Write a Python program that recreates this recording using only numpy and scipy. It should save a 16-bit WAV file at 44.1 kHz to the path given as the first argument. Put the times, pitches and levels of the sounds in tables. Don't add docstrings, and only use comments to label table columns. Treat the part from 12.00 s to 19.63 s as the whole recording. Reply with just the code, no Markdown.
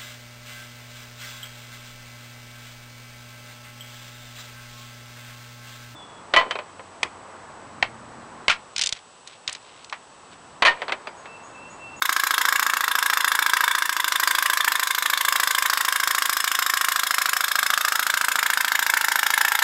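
import sys
import numpy as np
from scipy import signal
from scipy.fft import rfft, irfft
from scipy.io import wavfile

SR = 44100
rng = np.random.default_rng(int(sys.argv[2]) if len(sys.argv) > 2 else 0)


def generate_wav(signal):
    frames = np.transpose(np.atleast_2d(signal))
    scaled = np.clip(frames, -1, 1) * 32767
    pcm = np.round(scaled).astype(np.int16)
    wavfile.write(sys.argv[1], SR, pcm)


N = 336483
STROKE_SAMPLES, PRE_ROLL = 4096, 512
HZ = np.fft.rfftfreq(STROKE_SAMPLES, 1 / SR)

# t/s, f/Hz
PUTTER_RATE = [(0.0, 14.121), (0.47, 13.737), (0.593, 14.409), (0.913, 13.623), (1.933, 14.018),
               (1.996, 12.723), (2.611, 13.741), (2.784, 13.061), (3.32, 13.408), (3.989, 13.245),
               (4.15, 13.653), (5.343, 13.374), (6.033, 13.85), (6.095, 13.528), (6.136, 13.876),
               (7.355, 13.597), (7.52, 14.502), (7.63, 13.269)]
# offset t/s, relative size
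SNAP_HITS = [(-.0045, 0.078), (-.0008, 0.9), (.00112, 0.13)]
# offset t/s, relative size
BUCKLE_HITS = [(-.0047, 0.24), (-.00283, .5), (-.00095, 0.64), (.00093, 0.84)]
# t/s, snap knock level/dB, buckle knock level/dB, crinkle level/dB
FLAME_RIDES = [(0.0, -18.5, -21.5, -22.0), (0.5, -16.5, -15.5, -20), (0.75, -17.5, -19, -23),
               (1.1, -17, -17, -21), (1.68, -16, -16, -21.7), (1.9, -19.5, -21.5, -24.3),
               (2.15, -20, -17, -19.5), (2.85, -21.7, -18, -21), (3.4, -19, -16.5, -19),
               (3.85, -22.5, -17, -20.5), (4.3, -19.4, -19.5, -19.5), (5.3, -18.5, -19, -20.0),
               (6.6, -17.5, -18, -21.5), (7.63, -17.5, -15.5, -19.5)]
# t/s, extra level/dB
ACCENTS = [(1.54, 2), (2.28, 3.5), (2.46, 3), (2.5, 2.5), (2.68, 4), (3.29, 2), (3.7, 4), (4.08, 3),
           (5.48, -5.5), (5.555, 2), (5.74, 3.5), (6.03, -6), (6.46, 2.5), (6.575, 2), (6.61, 1.5),
           (6.9, 3.5), (7.41, 1)]
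# f/Hz, width/Hz, snap level/dB, buckle level/dB
LID_MODES = [(902, 146, -11.5, 3), (1600, 80, 1, 1.5), (1737, 112, -7.5, 2.5), (2120, 100, -10.5, -2.5),
             (3470, 170, -15.5, -12), (5250, 350, -18, -21)]
# f/Hz, width/Hz, snap level/dB, buckle level/dB
FOIL_MODES = [(2810, 280, -1, 0), (3548, 424, 1, 4.5), (4520, 1750, -3, -45), (5168, 176, 2, 1.5),
              (6994, 130, -3, 2.5), (8360, 144, -14, 0.5), (9450, 97, -30, -1), (10440, 125, -11, 1),
              (12300, 450, -0.5, -1)]
# f/Hz, level/dB
CRINKLE_EQ = [(700, -4), (1050, -28), (1500, 3), (2200, 2), (2600, -3), (4000, -9.5), (6000, -6),
              (7700, -1.5), (9500, -8), (11500, -5), (13500, -6), (15700, -12.5)]
# f/Hz, width/Hz, level/dB
LOW_MODES = [(242.7, 13, -27.5), (319, 57.6, -25.5), (483, 46, -24), (638, 39, -18), (759, 33, -14)]
# t/s, cabin f/Hz, cabin level/dB, lid level/dB, low shelf f/Hz
HULL_TONE = [(0, 1270, -1.5, -1, 893), (1.7, 1200, -1, 3, 950), (2.1, 1080, -2, -0.5, 986),
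             (3.5, 1050, -2, -0.5, 1000), (4.3, 1100, -0.5, -1.5, 1060), (5.3, 1320, -0.5, -1, 1065),
             (6.1, 1260, 0.5, -2.5, 1220), (6.8, 990, 3, 3.5, 1267), (7.63, 990, 6.5, 2, 1330)]
# t/s, lid level/dB, lower foil level/dB, upper foil level/dB
MODE_BEAMS = [(0, -2, -0.5, -1), (1.2, -2, 2.5, -1), (3.3, -1, 0.5, -1.5), (4.4, 0.5, -2.5, 4),
              (5.6, 5, 1.5, 3), (6.501, 6.5, -2, -3), (7.63, 3.5, -1.5, -4)]
# f/Hz, t60/s
BASIN_DECAY = [(300, 0.042), (1500, 0.015), (5000, 0.059), (15000, 0.02)]
# f/Hz, level/dB
BASIN_EQ = [(300, 0), (1500, -9), (5000, -9), (15000, -14.5)]
# f/Hz, t60/s
ROOM_DECAY = [(250, 1), (1500, 0.82), (5000, 0.83), (15000, 0.12)]
# f/Hz, level/dB
ROOM_EQ = [(250, -0.5), (700, -5.5), (1500, -8.5), (3000, -10), (5000, -7), (9000, -11.5), (15000, -12.5)]
# f/Hz, relative level/dB
AIR_EQ = [(20, -14), (40, 6), (65, 1.5), (120, 3.5), (240, 7.5), (500, 1.5), (2000, 0), (15000, 8)]


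def boiler():
    snap_times, buckle_times = stroke_times()
    return snaps(snap_times) + buckles(buckle_times)


def snaps(times):
    lid = [(hz, width, db) for hz, width, db, _ in LID_MODES]
    foil = [(hz, width, db) for hz, width, db, _ in FOIL_MODES]
    knocks = knock(times, SNAP_HITS, lid, slip_s=0.00008, sweep_s=0.00045)
    crinkles = crinkle(times, foil, start_s=-0.0016, rise_s=0.0021, fade_s=0.0044,
                       alike=0.25, spiky_db=1.5)
    knock_db, _, crinkle_db = follow(FLAME_RIDES, times)
    return sequence(times, knocks, crinkles, knock_db - 0.8, crinkle_db - 1.18,
                    scatter_db=0.92, crinkle_share=0.27)


def buckles(times):
    lid = [(hz, width, db) for hz, width, _, db in LID_MODES]
    foil = [(hz, width, db) for hz, width, _, db in FOIL_MODES]
    knocks = knock(times, BUCKLE_HITS, lid, slip_s=0.00012, sweep_s=0.001675)
    crinkles = crinkle(times, foil, start_s=-0.0022, rise_s=0.0069, fade_s=0.0027,
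                       alike=0.39, spiky_db=2.5)
    _, knock_db, crinkle_db = follow(FLAME_RIDES, times)
    return sequence(times, knocks, crinkles, knock_db - 1.8, crinkle_db - 0.64,
                    scatter_db=1.07, crinkle_share=0.22)


def stroke_times(first_snap_s=0.0224, bulged_share=0.4593):
    t = np.arange(N) / SR
    cycles = np.cumsum(follow(PUTTER_RATE, t)[0]) / SR
    cycles -= np.interp(first_snap_s, t, cycles)
    snap_times = np.interp(np.arange(int(cycles[-1]) + 1), cycles, t)
    rate_hz = follow(PUTTER_RATE, snap_times)[0][:, 0]
    return snap_times, snap_times + bulged_share / rate_hz


def knock(times, hits, lid, slip_s, sweep_s, hit_scatter_db=3, cabin_width_hz=320):
    delay, size = np.transpose(hits)
    chance = rng.standard_normal((len(times), 2, len(hits)))
    delay = delay + PRE_ROLL / SR + slip_s * chance[:, 0]
    size = size * gain_of(hit_scatter_db * chance[:, 1])
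    cluster = (size[..., None] * np.exp(-2j * np.pi * delay[..., None] * HZ)).sum(1)
    late_s = sweep_s * np.log2(np.clip(HZ, 800, 4000) / 1400)
    drive = irfft(cluster * np.exp(-2j * np.pi * np.cumsum(late_s) * HZ[1]))
    cabin_hz, cabin_db, lid_db, _ = follow(HULL_TONE, times)
    cabin = peak(cabin_hz, cabin_width_hz, cabin_db)
    body = gain_of(lid_db) ** 2 * flexing(lid, times, detune=0.038, uneven_db=1.0)
    low_end = sum(peak(*mode) for mode in LOW_MODES)
    return ring(drive, (cabin + body) * radiation(times) + low_end)


def crinkle(times, foil, start_s, rise_s, fade_s, alike, spiky_db, patterns=8):
    t = np.maximum((np.arange(STROKE_SAMPLES) - PRE_ROLL) / SR - start_s, 0)
    envelope = (1 - np.exp(-(t / rise_s) ** 2)) * np.exp(-t / fade_s)
    grain, size = rng.standard_normal((2, len(times) + patterns, STROKE_SAMPLES))
    creases = grain * gain_of(spiky_db * np.clip(size, -2, 2))
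    fresh = creases[:len(times)]
    recurring = crossfades(times, patterns).T @ creases[len(times):]
    drive = envelope * (np.sqrt(alike) * recurring + np.sqrt(1 - alike) * fresh)
    sparkle = flexing(foil, times, detune=0.0059, uneven_db=2.5)
    rustle = gain_of(across_bands(CRINKLE_EQ, HZ)) ** 2
    return ring(drive, (rustle + sparkle) * radiation(times))


def flexing(modes, times, detune, uneven_db):
    chance = rng.standard_normal((len(modes), 2, len(times), 1))
    return sum(peak(hz * (1 + detune * pitch), width, db + uneven_db * level)
               for (hz, width, db), (pitch, level) in zip(modes, chance))


def radiation(times, shelf_db=-13, low_cut_hz=715):
    beaming = LID_MODES[0], FOIL_MODES[1], FOIL_MODES[3]
    beam_db = sum(db * peak(hz, width, 0)
                  for db, (hz, width, _, _) in zip(follow(MODE_BEAMS, times), beaming))
    shelf_hz = follow(HULL_TONE, times)[-1]
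    shelf = gain_of(shelf_db) ** 2 + 1 / (1 + (shelf_hz / (HZ + 1)) ** 36)
    low_cut = 1 / (1 + (low_cut_hz / (HZ + 1)) ** 22)
    return gain_of(beam_db) ** 2 * shelf * low_cut


def sequence(times, knocks, crinkles, knock_db, crinkle_db, scatter_db, crinkle_share):
    accent_db = sum(db * (abs(times - s) < 0.015) for s, db in ACCENTS)
    uneven_db = (accent_db + scatter_db * rng.standard_normal(len(times)))[:, None]
    knocks = gain_of(knock_db + uneven_db) * knocks
    crinkles = gain_of(crinkle_db + crinkle_share * uneven_db) * crinkles
    track = np.zeros(N + 2 * STROKE_SAMPLES)
    for s, stroke in zip(times, knocks + crinkles):
        track[round(s * SR):][:STROKE_SAMPLES] += stroke
    return np.sqrt(0.01 * SR) * track[PRE_ROLL:][:N]


def ring(drive, power):
    cepstrum = irfft(np.log(power + 1e-10) / 2)
    cepstrum[:, 1:STROKE_SAMPLES // 2] *= 2
    cepstrum[:, STROKE_SAMPLES // 2 + 1:] = 0
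    return unit_energy(irfft(rfft(drive) * np.exp(rfft(cepstrum))))


def peak(hz, width, db):
    return gain_of(db) ** 2 / (1 + ((HZ - hz) / width) ** 2) ** 2


def follow(rows, times):
    s, *lanes = np.transpose(rows)
    return [np.interp(times, s, lane)[:, None] for lane in lanes]


def across_bands(points, hz):
    f, value = np.transpose(points)
    return np.interp(np.log(hz + 1), np.log(f + 1), value)


def crossfades(times, count):
    place = times / (N / SR) * (count - 1)
    distance = abs(place - np.arange(count)[:, None])
    return np.cos(np.pi / 2 * np.minimum(distance, 1))


def gain_of(db):
    return 10 ** (np.asarray(db) / 20)


def unit_energy(x):
    return x / np.sqrt(np.sum(x ** 2, axis=-1, keepdims=True) + 1e-20)


def reflections(x, decay, eq, predelay_s, patterns):
    noise = rng.choice([-1., 1.], (patterns, SR // 2))
    hz, t, bands = signal.stft(noise, SR, nperseg=128)
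    t60 = across_bands(decay, hz)[:, None]
    bands = bands * gain_of(-60 * t / t60) / np.sqrt(t60)
    tails = unit_energy(signal.istft(bands, SR, nperseg=128)[1])
    colour = gain_of(across_bands(eq, np.fft.rfftfreq(SR, 1 / SR)))
    tails = irfft(rfft(tails, SR) * colour)
    sends = x * crossfades(np.arange(N) / SR, patterns)
    wet = signal.fftconvolve(sends, tails, axes=1).sum(0)
    return np.pad(wet, (round(predelay_s * SR), 0))[:N]


def room_air(rms_db=-54):
    colour = gain_of(across_bands(AIR_EQ, np.fft.rfftfreq(N, 1 / SR)))
    noise = irfft(rfft(rng.standard_normal(N)) * colour, N)
    return gain_of(rms_db) * np.sqrt(N) * unit_energy(noise)


def scene():
    boat = boiler()
    basin = reflections(boat, BASIN_DECAY, BASIN_EQ, predelay_s=0.002, patterns=9)
    room = reflections(boat, ROOM_DECAY, ROOM_EQ, predelay_s=0.0074, patterns=6)
    return (boat + basin + room + room_air())[None]


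def record(dry, ceiling=0.85, high_cut_hz=15850):
    rounded = dry / (1 + (dry / ceiling) ** 12) ** (1 / 12)
    high_cut = signal.firwin(511, high_cut_hz, window=("kaiser", 9), fs=SR)
    return signal.oaconvolve(rounded, high_cut[None], "same")


dry = scene()
out = record(dry)
generate_wav(out)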